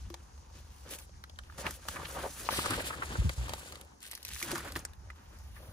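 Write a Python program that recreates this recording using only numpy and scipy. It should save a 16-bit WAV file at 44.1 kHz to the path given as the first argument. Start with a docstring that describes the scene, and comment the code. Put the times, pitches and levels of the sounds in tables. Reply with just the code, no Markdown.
"""A low rumble and a faint hiss open the scene in a quiet garage: filtered noise, swelling slowly.
Over them a gloved hand lifts, slides and drops old newspaper and magazine pages above a wooden crate.
Sheets hiss and crinkle (noise and small rings), creases snap and crunch (noise bursts through resonances),
knocks ring the crate (decaying modes), and the dropped stack booms (sines that sink in pitch).
Short echoes follow the buckling, and two microphone ports colour everything."""
import sys
import numpy as np
from scipy import signal
from scipy.fft import rfft, irfft, next_fast_len
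from scipy.io import wavfile
from scipy.ndimage import map_coordinates

SR = 44100
rng = np.random.default_rng(int(sys.argv[2]) if len(sys.argv) > 2 else 0)


def persist_wave(psi):
    """Save psi, clipped to +-1, as 16-bit WAV."""
    counts = np.round(np.clip(psi, -1, 1) * 32767).astype(np.int16)
    wavfile.write(sys.argv[1], SR, np.atleast_2d(counts).T)


N = 252340  # samples


def amp(db):
    """Decibels to gain."""
    return 10 ** (np.asarray(db) / 20)


def rms_one(x):
    """Scaled to unit power."""
    return x / np.sqrt(np.mean(x ** 2) + 1e-20)


def in_time(rows):
    """Each column of a curve, sample by sample."""
    s, *columns = np.transpose(rows)
    return [np.interp(np.arange(N) / SR, s, c) for c in columns]


def at_hz(points, hz):
    """A spectrum read on a log-frequency axis."""
    point_hz, values = np.array(points).T
    return np.interp(np.log(hz), np.log(point_hz + 1), values)


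def drift(corner_hz):
    """Slow random wander around zero with spread 1: noise through a two-pole lowpass."""
    # computed at every 40th sample, with the start-up of the filter dropped
    r = np.exp(-80 * np.pi * corner_hz / SR)
    noise = rng.standard_normal(N // 40 + 2002)
    slow = signal.lfilter([1], [1, -2 * r, r * r], noise)[2000:]
    return np.interp(np.arange(N) / 40, np.arange(len(slow)), rms_one(slow))


def band(order, edges_hz, x):
    """Bandpass filter."""
    return signal.sosfilt(signal.butter(order, edges_hz, "band", fs=SR, output="sos"), x)


def above(x, hz):
    """Highpass: thin paper radiates little bass."""
    return signal.sosfilt(signal.butter(2, hz, "high", fs=SR, output="sos"), x)


def coloured(x, spectrum):
    """Filtered by a spectrum, then set to unit power."""
    size = next_fast_len(N)
    hz = np.fft.rfftfreq(size, 1 / SR) + 1
    return rms_one(irfft(rfft(x, size) * amp(at_hz(spectrum, hz)), size)[..., :N])


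def patchy(x, low_hz, patch_db, corner_hz, count):
    """Octave bands swell and sink independently, so the colour keeps shifting."""
    out = 0
    for k in range(count):
        edges = [low_hz * 2 ** k, min(low_hz * 2 ** (k + 1), .45 * SR)]
        out = out + amp(patch_db * drift(corner_hz)) * band(1, edges, x)
    return out


def ring(x, hz, t60):
    """A mode: a unit click sets a dying sine of starting height 1 ringing."""
    r, w = amp(-60 / (t60 * SR)), 2 * np.pi * hz / SR
    return signal.lfilter([0, np.sin(w)], [1, -2 * r * np.cos(w), r * r], x + 1e-18)


def grains(per_s, spread_db, clump_db, decay_s):
    """Envelope of small releases of uneven size, dying exponentially; a drifting rate can clump them."""
    sizes = amp(spread_db * np.minimum(rng.exponential(1, N), 3))
    starts = sizes * (rng.random(N) < per_s * amp(clump_db * drift(15)) / SR)
    return rms_one(signal.lfilter([1], [1, -np.exp(-1 / (decay_s * SR))], starts))


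def wide(spread):
    """Stereo noise: a shared part plus separate left and right parts at 930-8800 Hz and above 14.5 kHz."""
    noise = rng.standard_normal((2, N))
    own = band(4, [930, 8800], noise)
    top = signal.sosfilt(signal.butter(6, 14500, "high", fs=SR, output="sos"), noise)
    return rng.standard_normal(N) + spread * (own * 1.09 + top * 0.48)


# how alike the background is at the two sides: (frequency [Hz], correlation [-1 to 1])
LIKENESS = [(60, 0.97), (180, 0.88), (550, -0.71), (1650, 0.027), (4970, -0.13), (8000, 1), (11000, 1)]


def diffuse(spectrum):
    """Stereo noise from all around: mid and side are mixed to a left-right likeness set by frequency."""
    size = next_fast_len(N)
    alike = np.clip(at_hz(LIKENESS, np.fft.rfftfreq(size, 1 / SR) + 1), -1, 1)
    mid, side = rfft(rng.standard_normal((2, size)))
    pair = np.sqrt(1 + alike) * mid + np.sqrt(1 - alike) * side * [[1], [-1]]
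    return coloured(irfft(pair, size)[:, :N], spectrum)


# course of the low rumble: (time [s], level before the swells [dB])
RUMBLE_LEVEL = [(0, -51), (0.07, -43), (0.18, -56), (0.42, -53), (0.51, -51), (0.95, -53.5), (1.2, -47.5),
                (2.28, -51), (2.34, -52.5), (2.75, -47), (2.95, -53), (3.14, -46), (3.5, -44.5),
                (3.63, -55), (3.95, -63.5), (4.23, -66), (4.32, -44.5), (4.5, -58), (4.72, -49.5),
                (5.72, -53.5)]
# spectrum of the rumble: (frequency [Hz], level per Hz [dB, relative])
RUMBLE_COLOUR = [(12, -75), (20, -24), (46, -2), (70, 7.5), (88, -3.5), (108, -10.5), (265, -24.5),
                 (300, -49), (390, -35), (660, -120)]
RUMBLE_SWELL_DB, RUMBLE_SWELL_CORNER_HZ = 2, 2.9


def rumble():
    """Diffuse bass noise follows its level curve, with slow random swells on top."""
    level_db = in_time(RUMBLE_LEVEL)[0] + RUMBLE_SWELL_DB * drift(RUMBLE_SWELL_CORNER_HZ)
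    return amp(level_db) * diffuse(RUMBLE_COLOUR)


# spectrum of the faint hiss before its bands swell: (frequency [Hz], level per Hz [dB, relative])
AIR_COLOUR = [(120, -54), (200, -5), (254, -11.5), (473, -9.5), (600, -26), (730, -5.5), (900, -5),
              (1300, -14.5), (2700, -33), (6050, -14), (7830, -20.5), (16000, -46)]
AIR_DB = -63  # rms


def air():
    """Faint diffuse noise whose octave bands swell gently."""
    return amp(AIR_DB) * rms_one(patchy(diffuse(AIR_COLOUR), 196, 2.8, 4.5, count=6))


# changing level of the drag while the hand moves the sheets: (time [s], sliding hiss [dB], flexing [dB])
DRAG = [(0, -58, -62), (0.22, -71, -68), (0.84, -62, -68.5), (1.1, -75, -68), (1.55, -61.5, -65),
        (1.8, -60, -61.5), (2.0, -51.5, -48), (2.35, -51, -56), (2.62, -39, -41.5), (2.82, -39, -47.5),
        (2.93, -52, -51.5), (3.15, -47, -48), (3.34, -52.5, -55.5), (3.7, -51, -53.5), (3.98, -80, -69.5),
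        (4.4, -44.5, -62), (4.6, -63, -49), (4.8, -63, -56.5), (4.92, -87.5, -66), (5.55, -59, -63),
        (5.72, -59, -59)]
# a sheet slips along another: (start [s], rise [s], hold [s], sliding hiss [dB], flexing [dB])
SLIPS = [(0.523, 0.013, 0.063, -62, -63), (0.85, 0.029, .008, -59, -52),
         (0.882, 0.029, 0.038, -47.5, -53.5), (0.983, 0.0033, 0.012, -50.5, -64),
         (0.995, .01, 0.024, -56.5, -70), (1.576, 0.0059, 0.028, -43, -49),
         (1.615, 0.051, 0.012, -51, -41.5), (1.661, 0.021, 0.078, -49, -63),
         (1.876, 0.0058, 0.077, -49, -55.5), (2.114, 0.11, 0.039, -50.5, -47),
         (2.367, 0.015, 0.019, -47.5, -51), (2.5, 0.0085, 0.084, -34.5, -40.5),
         (2.693, 0.01, 0.045, -46, -40), (2.84, 0.021, 0.014, -33.5, -63), (3.373, 0.011, 0.21, -53, -51),
         (4.013, 0.02, 0.047, -50, -71), (4.107, 0.005, 0.033, -48.5, -66), (4.25, 0.012, 0.35, -55, -79),
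         (4.712, 0.013, 0.014, -61, -64), (4.42, 0.016, 0.047, -56, -48), (4.485, 0.016, 0.086, -51, -44),
         (4.625, 0.02, 0.061, -53.5, -50.5), (4.753, 0.0077, 0.0057, -50.5, -40.5)]
SLIP_RISE_DB, SLIP_FADE_DB_PER_S = 12.5, 456


def handling():
    """Levels in dB of hiss and flexing: the powers of the drag and of slips that rise, hold and fade add up."""
    t, power = np.arange(N) / SR, amp(in_time(DRAG)) ** 2
    for s, rise_s, hold_s, *levels_db in SLIPS:
        top = s + max(rise_s, .002)
        rise_db = np.interp(t, [s, top], [-SLIP_RISE_DB, 0])
        fade_db = SLIP_FADE_DB_PER_S * np.maximum(t - top - hold_s, 0)
        power += (t >= s) * amp(np.add.outer(levels_db, rise_db - fade_db)) ** 2
    return 10 * np.log10(power)


# the hand: (time [s], lead of the left microphone [ms], crackle against hiss [dB],
#            extra treble added to the hiss [dB]); arrive() reads the lead
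HAND = [(0, 0.037, -10, -35), (1.0, 0.068, -6.5, 7.5), (1.15, 0.49, -22, -3), (1.45, 0.18, -14, -29),
        (1.55, 0.035, -17, 0), (2.45, 0.016, -14, 4), (2.55, 0.17, -17, -14), (3.1, 0.24, -13, -26),
        (3.65, 0.22, -10, -13), (4.0, 0.21, 1.5, -3), (4.3, 0.071, -2.5, -1), (4.45, 0.05, -3.5, 4),
        (4.7, -0.079, -5, 4.5), (4.9, 0.06, -8, 15), (5.72, 0.13, -38, 2)]
# filter that colours the sliding hiss: (frequency [Hz], gain [dB, relative])
SLIDE_COLOUR = [(880, -68), (1500, -9), (2510, -7.5), (4500, -5), (5070, -7.5), (6430, -5.5), (7920, -5.5),
                (10200, -6.5), (12400, -18.5), (15500, -11.5), (16100, -42)]
TREBLE_HZ = 7800


def sliding(level_db):
    """Friction hiss of sheet on sheet with fibre crackle in it; its colour shifts as the contact wanders."""
    _, crackle_db, treble_db = in_time(HAND)
    noise = wide(1.0)
    flutter = amp(drift(72.0))
    crackle = amp(crackle_db) * grains(410, 3, clump_db=0.0, decay_s=0.0005)
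    rub = noise * (flutter + crackle)
    hiss = amp(level_db) * coloured(patchy(rub, 1006, 3.2, 14.7, count=4), SLIDE_COLOUR)
    return hiss + amp(treble_db) * above(hiss, TREBLE_HZ)


# filter that colours the flexing: (frequency [Hz], gain [dB, relative])
FLEX_COLOUR = [(59, -10), (100, 5.5), (200, -4), (338, -2.5), (521, -15.5), (1470, -9.5), (2060, -14.5),
               (4000, -20.5), (5200, -20), (8800, -120)]


def flexing(level_db):
    """Duller crinkle of the bending sheets: soft buckles that die over tens of milliseconds shape noise."""
    bend = (0.5 + grains(90, 4.8, clump_db=2.0, decay_s=0.035)) * wide(1.0)
    return amp(level_db) * coloured(patchy(bend, 140.0, 3, 29.0, count=5), FLEX_COLOUR)


# typical rate, cycles rung within the t60, level against the flexing
CRINKLES_PER_S, CRINKLE_CYCLES, CRINKLE_DB = 420, 8, -4


def crinkles(level_db):
    """Small patches of the sheet pop at random and ring a few cycles, each at one of 14 pitches."""
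    sizes = amp(3.5 * np.minimum(rng.exponential(1, N), 3)) * rng.choice([-1, 1], N)
    pops = sizes * (rng.random(N) < CRINKLES_PER_S * amp(3 * drift(12)) / SR)
    pitch = rng.integers(0, 14, N)
    sides = amp(np.outer([1, -1], rng.normal(0, 2.5, N)))  # each pop leans left or right
    rings = 0
    for k, hz in enumerate(np.geomspace(500, 6000, num=14)):
        rings = rings + ring(sides * pops * (pitch == k), hz, CRINKLE_CYCLES / hz) * hz ** -.3
    return amp(level_db + CRINKLE_DB) * rms_one(rings)


# creases buckling: (time [s], ring peak [dB], ring pitch [Hz], crisp edge against the ring [dB],
#                    bright crack against the ring [dB], t60 of the noise burst [s])
SNAPS = [(0.101, -45, 980, 3.5, -2, 0.019), (0.141, -36, 950, 5, -32, 0.015),
         (0.378, -50.5, 780, 5, -23, 0.004), (1.093, -50, 751, 1, -21, 0.014),
         (1.239, -35, 1700, 1.5, -35, 0.0057), (1.296, -47, 600, 7.5, -26, 0.015),
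         (1.359, -47, 3700, -12, -9.5, 0.009), (1.388, -33.5, 1460, 2.5, -37, 0.0084),
         (1.436, -44, 3500, -8, -8, 0.0041), (1.467, -60, 1420, -20, -25, 0.012),
         (1.498, -39, 1450, -25, -28, 0.0098), (1.524, -47, 1450, 0, -25, 0.011),
         (1.666, -17, 2460, -5, -26, 0.0066), (1.708, -39.5, 1920, 2, 11, 0.015),
         (1.853, -42, 947, -4, -19, 0.0055), (1.885, -22, 1480, 1.5, -13, 0.012),
         (2.489, -14, 950, -28, -15, 0.0026), (2.559, -36, 923, -12, -20, .01),
         (2.591, -23.5, 1120, -14, -25, 0.011), (2.659, -18, 1300, -7, -25, 0.012),
         (2.706, -22.5, 1260, -1, 0, 0.016), (2.865, -36, 4100, -21, 1, 0.016),
         (3.154, -26, 1320, -26, -30, 0.015), (3.293, -24, 2150, 0.5, -36, 0.015),
         (3.482, -32, 870, -1, -22, 0.0064), (3.493, -29.5, 890, 1.5, -29, 0.015),
         (3.535, -26.5, 960, 2, -28, 0.011), (3.723, -36.5, 1250, 6, -11, 0.007),
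         (3.755, -47.5, 1460, 14, -15, 0.015), (3.812, -46.5, 1260, 12, 9, 0.0089),
         (4.005, -48.5, 6700, -12, 6, 0.003), (4.029, -43.5, 2410, -7, 11, 0.0082),
         (4.113, -38, 2500, 3, 16, 0.0092), (4.122, -41, 5000, 7, 0, 0.0049),
         (4.132, -35, 2060, -2, 0, 0.0049), (4.1516, -29.5, 6100, -8.5, 4.5, 0.0077),
         (4.176, -46, 2420, 8, 12, 0.0049), (4.229, -48, 3930, -11, 16, 0.0075),
         (4.25, -30.5, 2500, 1, 7, 0.0073), (4.281, -40, 4370, 2, 11, 0.0082),
         (4.289, -37.5, 5000, 3, 11, 0.0044), (4.313, -38, 1740, -6, -7, 0.0115),
         (4.322, -41, 7000, -5, 3, 0.0054), (4.362, -33, 2240, -21, -11, 0.0084),
         (4.385, -37, 6440, 1, -8, 0.0049), (4.402, -37, 6000, 5, -2, 0.0073),
         (4.415, -31.5, 1480, -6, 0, 0.0029), (4.426, -26, 2800, 2.5, 3, 0.0176),
         (4.515, -35.5, 990, 11, 8.5, 0.017), (4.522, -33.5, 1020, -11, -4, 0.0054),
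         (4.551, -32, 1780, -6, 1, 0.01), (4.556, -25, 1610, -2, -3, 0.0093),
         (4.563, -33.5, 1020, -11, 0, 0.012), (4.58, -40, 1300, -3.5, 11, 0.0089),
         (4.721, -41, 1937, -14, 11.5, 0.0097), (4.755, -44, 1720, 16, 3, 0.0052),
         (4.760, -22, 1690, -17, -17, 0.0081), (4.765, -36, 1510, -10, 8.5, 0.0087),
         (4.792, -42, 1500, -3, 11, 0.003), (4.851, -31.5, 1460, 7, 9.5, 0.0059),
         (4.934, -53.5, 861, 12, 2, 0.0078), (5.101, -34, 1990, -6, -25, 0.022),
         (5.387, -59, 3000, -8, 16, 0.0073)]
# first jolt against the noise after it, share of t60 spent building up, cycles of ring
SNAP_CLICK, SNAP_RISE, SNAP_CYCLES = 0.9, 0.07, 5


def snaps():
    """Each buckle is a jolt and a dying burst of noise: a broad ring of the sheet, a crisp edge and a bright crack.
    A longer buckle also takes longer to build up."""
    size = 3000
    out, t = np.zeros((2, N + size)), np.arange(size) / SR
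    for s, peak_db, hz, edge_db, crack_db, t60 in SNAPS:
        t60 = np.clip(t60, .001, .1)
        shape = amp(-60 * t / t60) * np.minimum(t / (SNAP_RISE * t60), 1)
        burst = (rng.standard_normal(size) + 0.78 * rng.standard_normal((2, size))) * shape
        common = burst.mean(axis=0)
        jolt = common + 0.54 * burst
        jolt[:, round(SNAP_RISE * t60 * SR)] += SNAP_CLICK * np.sqrt(t60 * SR / 14)
        jolt = signal.sosfilt(signal.butter(1, min(3 * hz, 12000), fs=SR, output="sos"), jolt)
        body = above(ring(jolt, hz, min(SNAP_CYCLES / hz, 2 * t60)), 0.5 * hz)
        edge = band(1, [2100, 5000], burst)
        crack = band(2, [4000, 11500], common * amp(-30 * t / t60))  # dies faster than the rest
        at = round(s * SR)
        for part, part_db in [(body, 0), (edge, edge_db), (crack, crack_db)]:
            out[:, at:at + size] += amp(peak_db + part_db) * part / np.abs(part).max()
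    return out[:, :N]


# the stack knocks the crate: (time [s], strength of the push [dB])
KNOCKS = [(0.103, -58.5), (4.431, -60.5), (4.529, -49)]
# modes of the crate's boards: (frequency [Hz], gain [dB], t60 [s])
CRATE_MODES = [(342, 18, 0.19), (420, -15, 0.11)]


def crate():
    """Soft knocks set the wooden boards ringing."""
    push = np.zeros(N)
    for s, push_db in KNOCKS:
        push[round(s * SR)] = amp(push_db)
    soft = np.convolve(push, np.hanning(60) / 30)[:N]
    return sum(amp(gain_db) * ring(soft, hz, t60) for hz, gain_db, t60 in CRATE_MODES)


# a fold gives way in a cluster of buckles: (start [s], rms before the hump [dB], centre [Hz], length [s])
CRUNCHES = [(0.88, -60, 420, 0.029), (0.915, -50, 378, 0.022), (1.587, -54, 884, 0.023),
            (1.635, -42, 1480, 0.059), (1.958, -39, 1610, 0.016), (1.958, -44.5, 1050, 0.087),
            (2.046, -42, 2960, 0.017), (2.092, -45.5, 1380, 0.022), (2.138, -40.5, 810, 0.071),
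            (2.219, -38, 675, 0.074), (2.447, -44.5, 4800, 0.036), (2.586, -30, 420, 0.0062),
            (2.637, -39, 1250, 0.028), (2.742, -45, 398, 0.022), (2.773, -34.5, 597, 0.044),
            (2.792, -36.5, 1840, 0.02), (2.9, -35.5, 1320, 0.013), (2.922, -41, 1430, 0.03),
            (3.014, -35.5, 1290, 0.034), (3.097, -47, 850, 0.036), (3.245, -46, 288, 0.032),
            (3.291, -38.5, 432, 0.0097), (3.533, -57, 318, 0.018), (4.653, -47.5, 1110, 0.029),
            (4.674, -44, 1500, 0.013), (5.551, -55.5, 1700, 0.045), (5.564, -58.5, 560, 0.158),
            (5.676, -49, 139, 0.044)]


def crunches():
    """Lumpy noise under a hump, coloured by the broad ring of the fold."""
    out = np.zeros((2, N))
    lumpy = (0.82 + grains(440, 2.2, clump_db=2.0, decay_s=0.0024)) * wide(0.92)
    for s, level_db, hz, length_s in CRUNCHES:
        at, size = round(s * SR), round(length_s * SR)
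        hump = np.sqrt(np.hanning(size))
        piece = above(ring(lumpy[:, at:at + size], hz, 3.9 / hz), 0.37 * hz)
        out[:, at:at + size] += amp(level_db) * rms_one(piece) * hump
    return out


# the stack is dropped and booms: (time [s], level of the fundamental before its envelope [dB],
#     pitch setting for the start [Hz], end pitch [Hz], rise constant [s], decay constant [s])
THUDS = [(3.176, -20.5, 124, 44.5, 0.014, 0.049), (3.238, -22, 138, 62, 0.011, 0.055),
         (3.373, -29.5, 70, 61.3, 0.0056, 0.08), (3.482, -37, 80, 62.3, .01, 0.039)]
THUD_LAG_S = 0.001


def thuds():
    """A boom that swells, sinks in pitch and dies; the left microphone gets it later."""
    out, lag = np.zeros(N), round(THUD_LAG_S * SR)
    for s, level_db, start_hz, end_hz, rise_s, length_s in THUDS:
        t = np.maximum(np.arange(N) / SR - s, 0)
        # the first instant lies 0.0235 / 0.0143 times the start-to-end gap above the end pitch
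        turns = end_hz * t + (start_hz - end_hz) * 0.0235 * (1 - np.exp(-t / 0.0143))
        shape = (1 - np.exp(-(t / rise_s) ** 2)) * np.exp(-(t / length_s) ** 3)
        tone = np.sin(2 * np.pi * turns) + 0.36 * np.cos(4 * np.pi * turns)
        out -= amp(level_db) * shape * tone
    return np.array([np.roll(out, lag), out])


PAN_DB_PER_MS, LAG_TOP_HZ = 5.5, 7500


def arrive(pair):
    """The nearer microphone hears the sound louder and, below the treble, first."""
    lead_ms = in_time(HAND)[0]
    n, half = np.arange(N), lead_ms * SR / 2000  # half the lead, in samples
    pan_db = PAN_DB_PER_MS * lead_ms
    body = signal.sosfiltfilt(signal.butter(2, LAG_TOP_HZ, fs=SR, output="sos"), pair)
    left = map_coordinates(body[0], [n + half], order=1)
    right = map_coordinates(body[1], [n - half], order=1)
    return (np.array([left, right]) + pair - body) * amp([pan_db / 2, -pan_db / 2])


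GARAGE_T60_S, WALL_CUT_HZ, ECHO_DB = 0.031, 8500, -8


def garage(x):
    """Early reflections off crate and walls: a short noise tail, different for each side."""
    t = np.arange(round(.3 * SR)) / SR
    tail = rng.standard_normal((2, len(t))) * amp(-60 * t / GARAGE_T60_S) * (t > .001)
    tail = band(3, [600, WALL_CUT_HZ], tail)
    tail = tail / np.sqrt(np.sum(tail ** 2) / 2)
    return amp(ECHO_DB) * signal.fftconvolve(x[None], tail, axes=1)[:, :N]


def scene():
    """Paper near the microphones, echoes of its buckling, the booms and the background."""
    slide_db, flex_db = handling()
    hiss = sliding(slide_db)
    buckling = crinkles(flex_db) + snaps() + crunches() + crate()
    paper = hiss + flexing(flex_db) + buckling
    background = rumble() + air()
    return arrive(paper) + garage(buckling.mean(axis=0)) + thuds() + background


# colour of the ports: (frequency [Hz], left port over right [dB])
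PORTS = [(150, 0.7), (500, 1), (1000, 0.5), (2200, -3.5), (4000, 2.5), (12000, 0)]
# left-right phase offset in the treble: (frequency [Hz], lead of the left channel [radians])
TREBLE_PHASE = [(6300, 0), (7900, 2.8), (9300, 1.5), (10700, 0.1), (13300, 0), (14400, -1.3), (15800, -3)]
CUTOFF_HZ = 16700  # from here up at least 70 dB down


def record(dry):
    """The two ports colour the sound a little differently; the treble is offset in phase between the channels,
    and the top is cut steeply."""
    size = next_fast_len(N)
    hz = np.fft.rfftfreq(size, 1 / SR) + 1
    # each channel takes half of the difference
    left = amp(at_hz(PORTS, hz) / 2) * np.exp(.5j * at_hz(TREBLE_PHASE, hz))
    heard = irfft(rfft(dry, size) * np.array([left, 1 / left]), size)[:, :N]
    return signal.sosfilt(signal.cheby2(16, 70, CUTOFF_HZ, fs=SR, output="sos"), heard)


dry = scene()
out = record(dry)
persist_wave(out)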